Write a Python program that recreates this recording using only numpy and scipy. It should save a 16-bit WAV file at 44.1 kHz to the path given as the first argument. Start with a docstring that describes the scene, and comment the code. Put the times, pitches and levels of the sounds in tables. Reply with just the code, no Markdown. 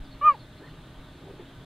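"""A cheetah gives one short chirp in open grassland, over a steady faint hum, outdoor air and hiss.
First come two low puffs of wind and the first thin whistles of far birds, made from gliding tones.
Then the chirp: an arched, nearly pure note from a stack of sine waves, ending in a weak falling squeak.
More birds follow, then soft bumps, with one more puff among them; bumps and puffs are swells of noise."""
import sys
import numpy as np
from scipy import signal
from scipy.fft import rfft, irfft, next_fast_len
from scipy.io import wavfile
from scipy.ndimage import uniform_filter1d

SR = 44100
rng = np.random.default_rng(int(sys.argv[2]) if len(sys.argv) > 2 else 0)


def transcribe(u):
    """Save the signal u as a 16-bit wav file named by the first command-line argument.

    u: samples, shape (n,) or (channels, n), limited to [-1, 1]; the rate is SR.
    q: integer samples, one column per channel.
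    """
    v = np.clip(np.atleast_2d(u).T, -1, 1)
    q = np.round(v * 32767).astype(np.int16)
    wavfile.write(sys.argv[1], SR, q)


N = 72765
T = np.arange(N) / SR  # time of every sample, in seconds

# Pitch of the vocal folds, before its small random shake: t/s, f/Hz
CHIRP_PITCH = [(.21, 612), (.219, 565.6), (.236, 593.4), (.256, 613), (.27, 613.3), (.285, 603.5),
               (.306, 577), (.316, 546), (.325, 553), (.337, 530), (.356, 408)]
# Level that drives the partials of the chirp: t/s, level/dB
CHIRP_LEVEL = [(.209, -58), (.2145, -32), (.224, -29), (.242, -21), (.264, -14.5), (.287, -11.5),
               (.298, -14), (.312, -22.5), (.323, -31.5), (.331, -50.5), (.35, -39), (.362, -53)]
# Partials of the voice: multiple of the pitch, level/dB at full drive, growth/dB per dB of drive
VOICE_PARTIALS = [(1, -46, 0.03), (2, -12, 1), (3, -48.5, .15), (4, -42.5, .45), (5, -52, 0.23),
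                  (6, -73.5, 2.2), (7, -76, 3), (9, -75, 0.8), (10, -71.5, 0.5), (13, -79.5, 1.7)]
# Colour of the air rushing through the throat: f/Hz, relative level/dB per Hz
THROAT_COLOUR = [(400, -26), (1100, -7), (1800, 3.5), (2700, -5), (4000, -21.5), (8000, -24.5),
                 (14000, -43)]
# Far bird notes: start t/s, length/s, start f/Hz, middle f/Hz, end f/Hz, level/dB at the middle
BIRD_NOTES = [(0.041, 0.036, 4950, 4680, 4280, -66), (.105, 0.046, 4550, 4330, 4270, -61),
              (0.291, 0.08, 4700, 4560, 4230, -67), (.385, .055, 4450, 4250, 4170, -61),
              (0.574, 0.032, 4150, 4140, 4050, -62.5), (.645, 0.06, 4100, 4180, 4200, -66.5),
              (.618, .05, 1580, 1800, 1870, -56), (.669, 0.0216, 2080, 1920, 1710, -54)]
# Soft dull bumps: peak t/s, rise/s, decay/s, peak level/dB
BUMP_EVENTS = [(.617, .014, .018, -43), (1.22, .005, 0.022, -49), (1.278, 0.014, 0.022, -45),
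               (1.302, .012, .032, -41.5), (1.403, 0.0085, 0.018, -41.5)]
# Colour of the bumps: f/Hz, relative level/dB per Hz
BUMP_SPECTRUM = [(60, -12), (140, -6), (230, -12.5), (345, 1.5), (440, -5.5), (530, -7.5), (700, -17.5),
                 (880, -15), (1100, -32), (3000, -33), (9000, -67)]
# Puffs of wind: peak t/s, rise/s, decay/s, peak level/dB
PUFF_EVENTS = [(.008, 0.015, 0.027, -39), (.085, .015, 0.014, -44), (.99, 0.034, .03, -42)]
# Colour of the puffs: f/Hz, relative level/dB per Hz
PUFF_SPECTRUM = [(8, -4.5), (25, -0.5), (45, -6.5), (80, -16), (200, -37), (1000, -87)]
# Colour of the outdoor air, the same in both ears: f/Hz, relative level/dB per Hz
AIR_COLOUR = [(10, -6.5), (35, 1.5), (65, -6.5), (95, -5), (135, 0), (195, -6.5), (290, -6), (420, -12),
              (800, -16.5), (1600, -20), (2450, -26.5), (3600, -20), (4250, -26), (4700, -37),
              (6000, -44.5), (15000, -53.5)]
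# Faint wavering hum: f/Hz, width/Hz, level/dB
HUM_TONES = [(39.5, 8, -62), (76, 6, -64), (120.8, 8, -57.5), (158, 7.7, -59.5), (272, 11, -58.5),
             (612, 16, -65), (1218, 22, -70.5), (1517, 30, -69), (1828, 30, -77.5)]
# Colour of the microphone hiss: f/Hz, relative level/dB per Hz
HISS_COLOUR = [(150, -35), (260, -8), (420, -2.5), (1600, 1), (3500, -3), (6000, -8), (9000, -10.5),
               (14000, -16.5), (16000, -16.5)]
# Narrow dips in the treble: f/Hz, width/Hz, depth from 0 to 1
TREBLE_DIPS = [(5693, 190, .72), (6910, 103, 0.6), (14950, 330, .9)]

FULL_DB = -12  # drive at which the partials have their listed levels
EDGE_S = 0.0047  # fade at each end of the chirp
JITTER, ROUGH_JITTER = 0.0023, 0.014  # random shake of the pitch, as a fraction; extra at the end
ROUGH_FROM_S, ROUGH_RAMP_S = 0.306, 0.02
# Random shake of the level: none for a partial with growth 1, more the further its growth is from 1
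SHIMMER_DB = 1.5
THROAT_AIR_DB = -59
# All partials but the second come in more softly and start to fade as the closing squeak begins
SIDE_RISE_S, SIDE_FADE_FROM_S, SIDE_FADE_DB_PER_S = 0.0089, 0.334, 500
# The mouth opens widest just before the loudest moment and lifts the fourth partial
MOUTH_S, MOUTH_WIDTH_S, MOUTH_LIFT_DB = 0.279, 0.021, 8
BIRD_WAVER = 0.03  # random shake of the pitch, as a fraction, for a note at 4500 Hz
BIRD_WET_DB, BIRD_T60_S = -8, 0.2  # level of the echo tail, time it takes to drop 60 dB
AIR_DB, PATCH_DB, HISS_DB = -48.5, 1.5, -62
CUTOFF_HZ, FADE_S = 15700, 0.004


def amp(db):
    """Turns decibels into a gain."""
    return 10 ** (np.asarray(db) / 20)


def unit(x):
    """Scales a signal to an average strength (rms) of 1."""
    return x / np.sqrt(np.mean(x ** 2) + 1e-20)


def filtered(x, gain):
    """Turns each frequency up or down by gain(frequency)."""
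    size = next_fast_len(N + 4096)
    spectrum = rfft(x, size)
    return irfft(spectrum * gain(np.fft.rfftfreq(size, 1 / SR)), size)[..., :N]


def noise(colour):
    """Random noise of rms 1 whose spectrum passes through (Hz, dB) points."""
    hz, db = np.transpose(colour)
    white = rng.standard_normal(N)
    return unit(filtered(white, lambda f: amp(np.interp(np.log(f + 1), np.log(hz), db))))


def wander(rate_hz):
    """Smooth random ups and downs of rms 1; a higher rate moves faster."""
    return unit(filtered(rng.standard_normal(N), lambda f: np.exp(-(f / rate_hz) ** 2)))


def curve(points):
    """Joins (s, value) points with lines and rounds the corners."""
    return uniform_filter1d(np.interp(T, *np.transpose(points)), size=130)


def chirp():
    """Vocal folds make partials on one arch; the second rules the swell, and the folds falter at the end."""
    level = curve(CHIRP_LEVEL)
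    since_start = T - CHIRP_LEVEL[0][0]
    until_end = CHIRP_LEVEL[-1][0] - T
    gate = np.clip(since_start / EDGE_S, 0, 1) * np.clip(until_end / EDGE_S, 0, 1)

    side_rise = np.clip(since_start / SIDE_RISE_S, 0, 1)
    side = side_rise * amp(-SIDE_FADE_DB_PER_S * np.maximum(T - SIDE_FADE_FROM_S, 0))
    mouth = amp(MOUTH_LIFT_DB * np.exp(-((T - MOUTH_S) / MOUTH_WIDTH_S) ** 2))
    shapes = {2: 1, 4: side * mouth}  # every other partial uses side alone

    jitter = JITTER + ROUGH_JITTER * np.clip((T - ROUGH_FROM_S) / ROUGH_RAMP_S, 0, 1)
    pitch = curve(CHIRP_PITCH) * (1 + jitter * wander(rate_hz=290))
    phase = 2 * np.pi * np.cumsum(pitch) / SR
    voice = np.zeros(N)
    for multiple, db, growth in VOICE_PARTIALS:
        shimmer = SHIMMER_DB * (1 - growth) * wander(rate_hz=120)
        strength = amp(db + growth * (level - FULL_DB) + shimmer)
        voice += strength * np.sin(multiple * phase) * shapes.get(multiple, side)
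    throat_air = noise(THROAT_COLOUR) * amp(THROAT_AIR_DB)
    return gate * (np.sqrt(2) * voice + throat_air)  # root 2 gives a sine an rms of 1


def birds():
    """Thin gliding whistles, the high ones buzzier, blurred by distance with a fading echo tail."""
    direct = np.zeros(N)
    for start, length, first_hz, middle_hz, last_hz, db in BIRD_NOTES:
        progress = np.clip((T - start) / length, 0, 1)
        glide = np.interp(progress, [0, .5, 1], [first_hz, middle_hz, last_hz])
        waver = BIRD_WAVER * middle_hz / 4500 * wander(rate_hz=300)
        hz = glide * (1 + waver)
        envelope = np.sqrt(2 * abs(np.sin(np.pi * progress)))
        direct += amp(db) * envelope * np.sin(2 * np.pi * np.cumsum(hz) / SR)
    tail = rng.standard_normal(N) * np.exp(-np.log(1000) * T / BIRD_T60_S)
    echo = signal.fftconvolve(direct, tail / np.linalg.norm(tail))[:N]
    return direct + amp(BIRD_WET_DB) * echo


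def swells(events, colour):
    """Noise that rises to each event's peak and dies away after it."""
    envelope = np.zeros(N)
    for peak, rise, decay, db in events:
        envelope += amp(db) * np.exp(-np.maximum((peak - T) / rise, (T - peak) / decay))
    return envelope * noise(colour)


def bumps():
    """Soft dull thuds: short swells of mostly low noise."""
    return swells(BUMP_EVENTS, BUMP_SPECTRUM)


def wind_puffs():
    """Low puffs of wind: swells of very deep noise."""
    return swells(PUFF_EVENTS, PUFF_SPECTRUM)


def outdoor_air():
    """Steady coloured noise whose level varies gently in patches of time and frequency."""
    grid = signal.stft(noise(AIR_COLOUR), nperseg=512)[2]
    across_pitch = uniform_filter1d(rng.standard_normal(grid.shape), size=6, axis=0)
    patches = unit(uniform_filter1d(across_pitch, size=10, axis=1))
    air = signal.istft(grid * amp(PATCH_DB * patches), nperseg=512)[1][:N]
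    return amp(AIR_DB) * unit(air)


def hum():
    """Faint tones that waver because two random signals steer their cosine and sine parts."""
    total = np.zeros(N)
    for hz, width, db in HUM_TONES:
        angle = 2 * np.pi * hz * T
        total += amp(db) * (wander(width) * np.cos(angle) + wander(width) * np.sin(angle))
    return total


def microphone_hiss():
    """Separate coloured noise for each ear, so the hiss sounds wide."""
    return amp(HISS_DB) * np.array([noise(HISS_COLOUR), noise(HISS_COLOUR)])


def scene():
    """Every source sits in the centre; only the hiss is wide."""
    return chirp() + birds() + bumps() + wind_puffs() + outdoor_air() + hum() + microphone_hiss()


def record(dry):
    """Softens both ends, cuts narrow dips in the treble, then removes the highest frequencies."""
    ends = np.sin(np.pi / 2 * np.clip(np.minimum(T, T[::-1]) / FADE_S, 0, 1))

    def dips(f):
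        """Gain with a smooth notch at each listed frequency."""
        notches = [1 - depth * np.exp(-((f - hz) / width) ** 2) for hz, width, depth in TREBLE_DIPS]
        return np.prod(notches, axis=0)

    dipped = filtered(dry * ends, dips)
    lowpass = signal.firwin(511, CUTOFF_HZ, window=("kaiser", 9), fs=SR)
    return signal.oaconvolve(dipped, lowpass[None], "same")


dry = scene()
out = record(dry)
transcribe(out)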